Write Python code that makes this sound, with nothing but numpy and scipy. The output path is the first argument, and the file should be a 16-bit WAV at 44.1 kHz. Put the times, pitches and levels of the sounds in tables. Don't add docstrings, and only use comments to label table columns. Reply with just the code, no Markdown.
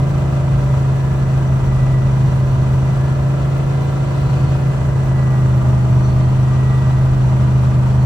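import sys
import numpy as np
from scipy import signal
from scipy.fft import rfft, irfft, next_fast_len
from scipy.io import wavfile

SR = 44100
rng = np.random.default_rng(int(sys.argv[2]) if len(sys.argv) > 2 else 0)


def store_wav(level_fs):
    pcm = np.round(np.clip(np.atleast_2d(level_fs), -1, 1) * 32767)
    wavfile.write(sys.argv[1], SR, pcm.T.astype(np.int16))


N = 355005

CONTROL_STEP = 100
CRUISE_TURNS_PER_S = 26.4
CLEATS_PER_TURN = .752
FAN_BLADES_PER_TURN = 24.9
FAN_SLIP_S_PER_TURN = .005
CUTOFF_HZ = 15900

# (time [s], speed [turns/s])
CRANK_SPEED = [(0, 27.18), (0.25, 27.05), (0.7, 26.71), (1.15, 26.78), (1.65, 26.35), (2.05, 26.26),
               (2.75, 26.44), (3.45, 27.12), (3.9, 27.25), (4.45, 27.23), (4.85, 26.72), (5.25, 26.23),
               (5.7, 25.37), (6.15, 25.49), (6.5, 25.93), (6.95, 26.07), (7.35, 25.71), (8.05, 25.51)]
# (order [per crank turn], level away from resonance [dB])
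BOOM_ORDERS = [(3, -34), (4, -38), (5, -20), (8, -40.5)]
# (centre [Hz], width [Hz], lift [dB])
CAB_AIR = [(76.6, 5.1, 9), (127.86, 15.6, 7), (201.9, 25, 12.5)]
# (order [per crank turn], left [dB], right [dB] at cruise before trim,
# rise [dB per turn/s above cruise], bow [dB per (turn/s)^2], right-ear lag [rad])
GROWL_ORDERS = [(6, -35.5, -32.5, 2.5, 1.0, -0.2), (7, -46.0, -38.5, -7.0, -1.0, -0.2),
                (11, -43.0, -40.5, 1.5, 4.0, 1.1), (12, -43.0, -48.0, -2.5, 0.0, 0.1),
                (13, -38.0, -41.0, 0.0, 1.0, -0.0), (14, -44.0, -45.0, -1.0, -3.0, 1.5),
                (15, -48, -49, 0, 0, 0.5), (16, -43.5, -45.0, -1.5, 1.0, -1.6),
                (17, -58.5, -47.5, -4.0, 4.0, -1.2), (18, -45.5, -44.0, 2.5, 0.0, -0.8),
                (19, -50.5, -47.5, 6.5, 2.0, -1.7), (20, -64.0, -54.0, -7.0, 3.0, -1.5),
                (21, -54.5, -40.5, 4.5, 2.0, -2.6), (22, -45.5, -39.0, 4.0, -3.0, -0.5),
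                (23, -60.0, -50.0, -7.0, -2.0, -0.5), (24, -53.5, -52.0, -0.5, 2.0, -0.5),
                (25, -46.5, -45.5, 5.5, -7.0, -0.3), (26, -50.0, -51.5, 3.5, 1.0, -2.2),
                (27, -46.5, -49.5, 1.0, 5.0, -0.1), (28, -51.0, -46.0, 1.5, -2.0, 0.7),
                (29, -60.5, -52.0, 3.5, 3.0, -0.3), (30, -53.0, -54.0, 1.0, 2.0, 1.2),
                (31, -51.5, -51.5, -13, -14, 0.1), (32, -55.5, -56.0, -7.0, 5.0, 1.9),
                (33, -54.5, -56.0, 1.0, 5.0, -1.9), (35, -51.5, -54.5, 2.0, 0.0, -1.0),
                (36, -54.0, -54.5, 2.0, 8.0, -0.6), (37, -51.5, -45.0, -0.5, -5.0, -1.7),
                (38, -50.0, -55.5, -2.5, 2.0, -2.1), (39, -51.5, -47.0, -4.0, -5.0, -1.5),
                (40, -54.5, -52.5, -3.0, 3.0, -1.4), (41, -55.5, -56.0, 0.0, 7.0, -1.5),
                (49, -56.5, -56.0, 0.5, 7.0, -0.9), (50, -58.5, -57.0, 7.0, 5.0, -1.1),
                (53, -56.0, -55.5, 5.0, 0.0, -1.9), (54, -54.0, -55.0, 0.0, -2.0, 3.1),
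                (64, -54, -58, 7, -9, 0.2)]
# (time [s], length [s], order [per crank turn], lift [dB])
SWELLS = [(.55, .6, 22, 4), (1.6, .7, 22, -4), (3.15, .6, 22, 4), (4.1, .9, 22, -3), (6.4, 1.1, 22, -12),
          (5.12, .25, 31, 4), (6.95, .5, 31, 6), (7.3, .4, 36, 10.5), (7.87, .2, 36, 7), (1.05, .45, 64, 6),
          (3.1, .45, 64, 7), (4.65, .3, 64, 4), (5.2, .4, 64, 9), (8.05, 3, 15.4, -8)]
# (order [per crank turn], level [dB])
ACCESSORIES = [(15.4, -44), (24.2, -51), (45.38, -50.5), (46.2, -52), (58.3, -56), (93.1, -62)]
# (centre [Hz], width [Hz], lift at full share [dB])
PANELS = [(588, 38, 12.5), (630, 36, 11), (733, 17, 7.5), (805, 19, 12), (985, 80, 7), (1178, 34, 15),
          (1354, 93, 9), (1712, 50, 12), (2530, 40, 9)]
# (centre [Hz], width [Hz], lift [dB])
METAL = [(3610, 40, 5.5), (4000, 35, 3), (4400, 50, 3.5), (5205, 62, 4), (5440, 60, 3), (5790, 60, 8),
         (5950, 90, 7.5)]
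# (frequency [Hz], left [dB/Hz], right [dB/Hz])
CLATTER_SPECTRUM = [(247, -59.5, -54), (307, -59.5, -59.5), (378, -59.5, -60), (460, -62, -62.5),
                    (517, -66, -63.5), (646, -59.5, -61.5), (705, -67, -67), (756, -64.5, -64),
                    (844, -66, -64), (970, -60.5, -63), (1130, -68, -67.5), (1200, -65.5, -67.5),
                    (1370, -65, -67.5), (1460, -69.5, -66.5), (1820, -72, -73), (2040, -72, -68.5),
                    (2250, -80, -77), (2370, -74.5, -72), (2650, -77, -75), (2960, -74, -76.5),
                    (3630, -80, -82.5), (4970, -82, -86.5), (6400, -83, -90.5), (7650, -81.5, -89.5),
                    (9530, -92, -87.5), (10060, -101, -101)]
# (frequency [Hz], share of power [0-1])
EAR_LIKENESS = [(200, .8), (400, .58), (1000, .58), (4000, .33), (8000, .7), (14000, .8)]
# (time [s], level [dB])
HARDNESS = [(0, -0.5), (1.5, -1), (3.2, 0), (3.8, 0), (4.5, 1.5), (4.75, -1), (5.5, -1.5), (6.1, 0),
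            (8.05, -0.5)]
# (time [s], length [s], multiple of blade rate, lift [dB])
WHINES = [(.08, .25, 3, 6), (1.88, .44, 3, 11.5), (2.93, .16, 3, 6), (5.27, .55, 3, 12.5), (5.95, .8, 1, 5),
          (6.75, .68, 3, 12.5)]
# (multiple of cleat rate, level before ride [dB])
CLEATS = [(1, -50), (2, -30), (3, -28.5), (6, -27), (12, -45)]
# (time [s], length [s], multiple of cleat rate, lift [dB])
SLAPS = [(.55, .4, 3, 6), (1.75, .6, 2, 9), (3.45, .35, 3, 8), (4.35, .4, 6, 12.5), (6.25, .4, 2, 8),
         (7.15, .35, 2, 8)]
# (frequency [Hz], density [dB/Hz])
RUMBLE_SPECTRUM = [(16, -81), (24, -75.5), (37, -46), (60, -36.5), (90, -36.5), (115, -35.5), (160, -39.5),
                   (190, -43.5), (240, -56)]
# (time [s], gain on all track sound [dB])
RIDE = [(0, -3.5), (1.1, -4.5), (1.9, -4.5), (2.7, -2.5), (3.4, -6), (4.1, -6.5), (4.8, -3), (5.3, -6),
        (5.9, -4.5), (6.6, -5.5), (7.3, -4.5), (8.05, -5)]
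# (time [s], nominal level [dB])
TICKS = [(.83, -37), (1.1, -39), (1.4, -46), (2.73, -44), (2.976, -41), (3.126, -41), (4.34, -37),
         (4.431, -44), (6.139, -46), (6.575, -45), (7.615, -47)]
# (time [s], nominal level [dB])
KNOCKS = [(1.422, -33), (7.365, -27), (7.369, -32), (7.718, -37), (7.884, -35)]
# (frequency [Hz], mean level re blow [dB], t60 [s])
BODYWORK = [(921, -6, .05), (1310, -5, .03), (1604, 0, .035), (1900, -7, .02), (2290, -6, .022),
            (2510, -13, .04)]
# (time [s], length [s], frequency [Hz], level before pan [dB])
RINGS = [(.75, 1.0, 3610, -64), (1.4, .4, 5965, -64), (2.6, .5, 4375, -66), (2.7, .5, 5950, -66),
         (3.85, .5, 3595, -62), (4.0, .9, 4004, -62), (4.1, .8, 4400, -62), (4.45, 0.3, 4410, -58.5),
         (6.03, 0.25, 5950, -60), (6.15, .45, 4385, -60), (6.28, .25, 3180, -59), (6.75, .2, 3610, -60),
         (7.95, 0.3, 4380, -62)]


def from_db(db):
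    return 10 ** (np.asarray(db) / 20)


def rms_one(x):
    return x / np.sqrt(np.mean(x ** 2) + 1e-20)


def in_time(rows):
    time_s, *columns = np.transpose(rows)
    return [np.interp(np.arange(N) / SR, time_s, c) for c in columns]


def at_hz(points, hz):
    knots_hz, *columns = np.transpose(points)
    return np.array([np.interp(np.log(hz + 1e-3), np.log(knots_hz), c) for c in columns])


def hold(control):
    return np.repeat(control.astype(np.float32), CONTROL_STEP)[:N]


def drift(rate_hz):
    pole = np.exp(-2 * np.pi * CONTROL_STEP * rate_hz / SR)
    white = rng.standard_normal(N // CONTROL_STEP + 1002)
    slow = signal.lfilter([1], [1, -2 * pole, pole * pole], white)[1000:]
    return np.interp(np.arange(N) / CONTROL_STEP, np.arange(len(slow)), rms_one(slow))


def bandpass(low_hz, high_hz):
    return signal.butter(2, [low_hz, high_hz], "band", fs=SR, output="sos")


def fft_grid():
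    size = next_fast_len(N)
    return size, np.arange(size // 2 + 1) * SR / size


def coloured(white, gain_at):
    size, hz = fft_grid()
    return irfft(rfft(white, size) * gain_at(hz), size)[..., :N] * np.sqrt(SR / 2)


def tone(cycles, lag_rad=0.):
    cycles = cycles + rng.random()
    angle = (2 * np.pi * (cycles - np.floor(cycles))).astype(np.float32)
    return np.float32(np.sqrt(2)) * np.array([np.sin(angle), np.sin(angle - np.float32(lag_rad))])


def bells_db(events, multiple):
    t = np.arange(N) / SR
    return sum(db * np.exp(-(2 * (t - s) / length_s) ** 2)
               for s, length_s, k, db in events if k == multiple)


def lift_db(modes, hz):
    return sum(db / (1 + (2 * (hz - centre) / width) ** 2) for centre, width, db in modes)


def ripple(hz, width_hz=70):
    knots_hz = np.arange(0, SR, width_hz)
    return rms_one(np.interp(hz, knots_hz, rng.standard_normal(len(knots_hz))))


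def swelling(order, turns, turns_per_s, waver_db=2.4, diffuse_hz=500):
    hz = order * turns_per_s[::CONTROL_STEP]
    shortness = min(hz.mean() / diffuse_hz, 1.3)
    waver = waver_db * shortness * drift(2)[::CONTROL_STEP]
    gain = rms_one(from_db(lift_db(PANELS, hz) + waver))
    lag_rad = shortness * rng.choice([-1, -1, 1])
    return hold(gain) * tone(order * turns, lag_rad)


def fizz(grains_per_s=1500, size_db=1.5, flicker_db=.85, level_db=-61.3):
    sizes_db = size_db * np.minimum(rng.exponential(1, N), 5)
    grains = (rng.random(N) < grains_per_s / SR) * from_db(sizes_db)
    envelope = signal.lfilter([1], [1, -.985], grains + 1e-18)
    grit = envelope * rng.standard_normal(N) * from_db(flicker_db * drift(10))
    return from_db(level_db) * rms_one(signal.sosfilt(bandpass(8000, 18000), grit))


def ringing(waver_hz=7, flutter_db=2.5, pan_db=4.5, lag_rad=-0.43):
    t = np.arange(N) / SR
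    waver_cycles = np.cumsum(waver_hz * drift(9)) / SR
    out = 0
    for s, length_s, hz, db in RINGS:
        bell = np.exp(-(2 * (t - s) / length_s) ** 2)
        out = out + from_db(db) * bell * tone(hz * t + waver_cycles, lag_rad)
    return from_db([[pan_db], [-pan_db]]) * from_db(flutter_db * drift(13)) * out


def ticks(decay_s=.0012, low_hz=3500, high_hz=8500):
    hits = np.zeros(N)
    for s, db in TICKS:
        hits[int(s * SR)] = from_db(db)
    envelope = signal.lfilter([1], [1, -np.exp(-1 / (decay_s * SR))], hits + 1e-18)
    noise = signal.sosfilt(bandpass(low_hz, high_hz), rng.standard_normal((2, N)))
    return envelope * rms_one(noise)


def knocks(contact_s=.001, spread_db=1.5):
    out = np.zeros((2, N + SR))
    t = np.arange(SR // 8) / SR
    onset = 1 - np.exp(-t / contact_s)
    for s, db in KNOCKS:
        start = int(s * SR)
        for hz, mode_db, t60_s in BODYWORK:
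            ear_db = spread_db * rng.standard_normal((2, 1))
            decay = from_db(db + mode_db + ear_db - 60 * t / t60_s)
            phase_rad = rng.uniform(0, 2.6, (2, 1))
            out[:, start:start + len(t)] += decay * onset * np.sin(2 * np.pi * hz * t + phase_rad)
    return out[:, :N]


def tracks(turns, rumble_db=-3, beat_waver_db=-0.5, sway_cycles=0.061, top_hz=235):
    ride_db, = in_time(RIDE)
    cleats = CLEATS_PER_TURN * turns + sway_cycles * drift(2.62)
    beat = 0
    for k, db in CLEATS:
        level_db = db + bells_db(SLAPS, k) + beat_waver_db * drift(3)
        beat = beat + from_db(level_db) * tone(k * cleats)

    def floor_gain(hz):
        return from_db(at_hz(RUMBLE_SPECTRUM, hz)) * (hz > 10) / np.sqrt(1 + (hz / top_hz) ** 16)

    floor = coloured(rng.standard_normal(N), floor_gain)
    return from_db(ride_db) * (beat + from_db(rumble_db) * floor)


def fan(turns_per_s, blade_db=-47, whine_db=-56, waver_cycles=.04, whine_waver_db=1.1):
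    slip = 1 + FAN_SLIP_S_PER_TURN * (turns_per_s - turns_per_s.mean())
    blade_hz = FAN_BLADES_PER_TURN * turns_per_s * slip
    passes = np.cumsum(blade_hz) / SR + waver_cycles * drift(2.3)
    blade = from_db(blade_db + bells_db(WHINES, 1)) * swelling(1, passes, blade_hz)
    third_db = whine_db + bells_db(WHINES, 3) + whine_waver_db * drift(10)
    return blade + from_db(third_db) * tone(3 * passes, lag_rad=.8)


def accessories(turns, turns_per_s, slip_turns=0.003):
    belt = turns + slip_turns * drift(2.5)
    return sum(from_db(db + bells_db(SWELLS, k)) * swelling(k, belt, turns_per_s)
               for k, db in ACCESSORIES)


def whirr(turns, turns_per_s, level_db=-57.5, fall_db_per_octave=-17, knee_order=50, spread_db=1.5):
    orders = np.setdiff1d(np.arange(20, 102), np.array(GROWL_ORDERS)[:, 0])
    fall_db = fall_db_per_octave * np.log2(np.maximum(orders / knee_order, 1))
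    gains = from_db(fall_db + spread_db * rng.standard_normal(len(orders)))
    return from_db(level_db) * sum(np.float32(g) * swelling(k, turns, turns_per_s)
                                   for k, g in zip(orders, gains))


def clatter(turns, level_db=-1.3, flicker_db=0.6, panel_share=0.3, low_hz=215, diffuse_hz=600):
    pulse_db = (.6 * np.cos(12 * np.pi * turns) + .5 * np.cos(6 * np.pi * turns)
                + 1.7 * np.cos(2 * np.pi * turns))
    noise = rng.standard_normal((3, N)) * from_db(level_db + flicker_db * drift(17))
    size, hz = fft_grid()
    depth = .2 + .8 / (1 + (hz / 2500) ** 4)
    common, *own = depth * rfft(noise * from_db(pulse_db), size) + (1 - depth) * rfft(noise, size)
    share = at_hz(EAR_LIKENESS, hz)
    skew_rad = np.minimum(hz / diffuse_hz, 2) * ripple(hz, 250)
    skewed = common * np.exp(.5j * skew_rad * [[1], [-1]])
    ears = np.sqrt(share) * skewed + np.sqrt(1 - share) * np.array(own)
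    standing_db = 1.3 * np.minimum(hz / 2500, 1) * np.array([ripple(hz), ripple(hz)])
    resonance_db = panel_share * lift_db(PANELS, hz) + lift_db(METAL, hz)
    spectrum_db = at_hz(CLATTER_SPECTRUM, hz) + resonance_db + standing_db
    low_cut = 1 / np.sqrt(1 + (low_hz / (hz + 1)) ** 8)
    return irfft(ears * from_db(spectrum_db) * low_cut, size)[:, :N] * np.sqrt(SR / 2)


def harden(noise, low_hz=2700, high_hz=5300):
    level_db, = in_time(HARDNESS)
    band = signal.sosfiltfilt(bandpass(low_hz, high_hz), noise)
    return noise + (from_db(level_db) - 1) * band


def growl(turns, turns_per_s, trim_db=.5, waver_db=1.0):
    excess = turns_per_s[::CONTROL_STEP] - CRUISE_TURNS_PER_S
    out = 0
    for k, left_db, right_db, rise, bow, lag_rad in GROWL_ORDERS:
        moving_db = (waver_db * drift(3) + bells_db(SWELLS, k))[::CONTROL_STEP]
        gain = from_db(trim_db + rise * excess + bow * excess ** 2 + moving_db)
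        ears = from_db([[left_db], [right_db]]).astype(np.float32)
        out = out + ears * hold(gain) * tone(k * turns, lag_rad)
    return out


def boom(turns, turns_per_s, flutter_db=-0.18, lag_rad=-0.26):
    out = 0
    for k, db in BOOM_ORDERS:
        level_db = db + lift_db(CAB_AIR, k * turns_per_s) + flutter_db * drift(32)
        out = out + from_db(level_db) * tone(k * turns, lag_rad)
    return out


def scene():
    turns_per_s, = in_time(CRANK_SPEED)
    turns = np.cumsum(turns_per_s) / SR + .001 * drift(6)
    background = fizz() + ringing() + ticks() + knocks()
    driven = tracks(turns) + fan(turns_per_s) + accessories(turns, turns_per_s)
    mechanism = whirr(turns, turns_per_s) + harden(clatter(turns))
    engine = mechanism + growl(turns, turns_per_s) + boom(turns, turns_per_s)
    return background + driven + engine


def record(dry):
    return signal.sosfilt(signal.ellip(10, .1, 80, CUTOFF_HZ, fs=SR, output="sos"), dry)


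dry = scene()
out = record(dry)
store_wav(out)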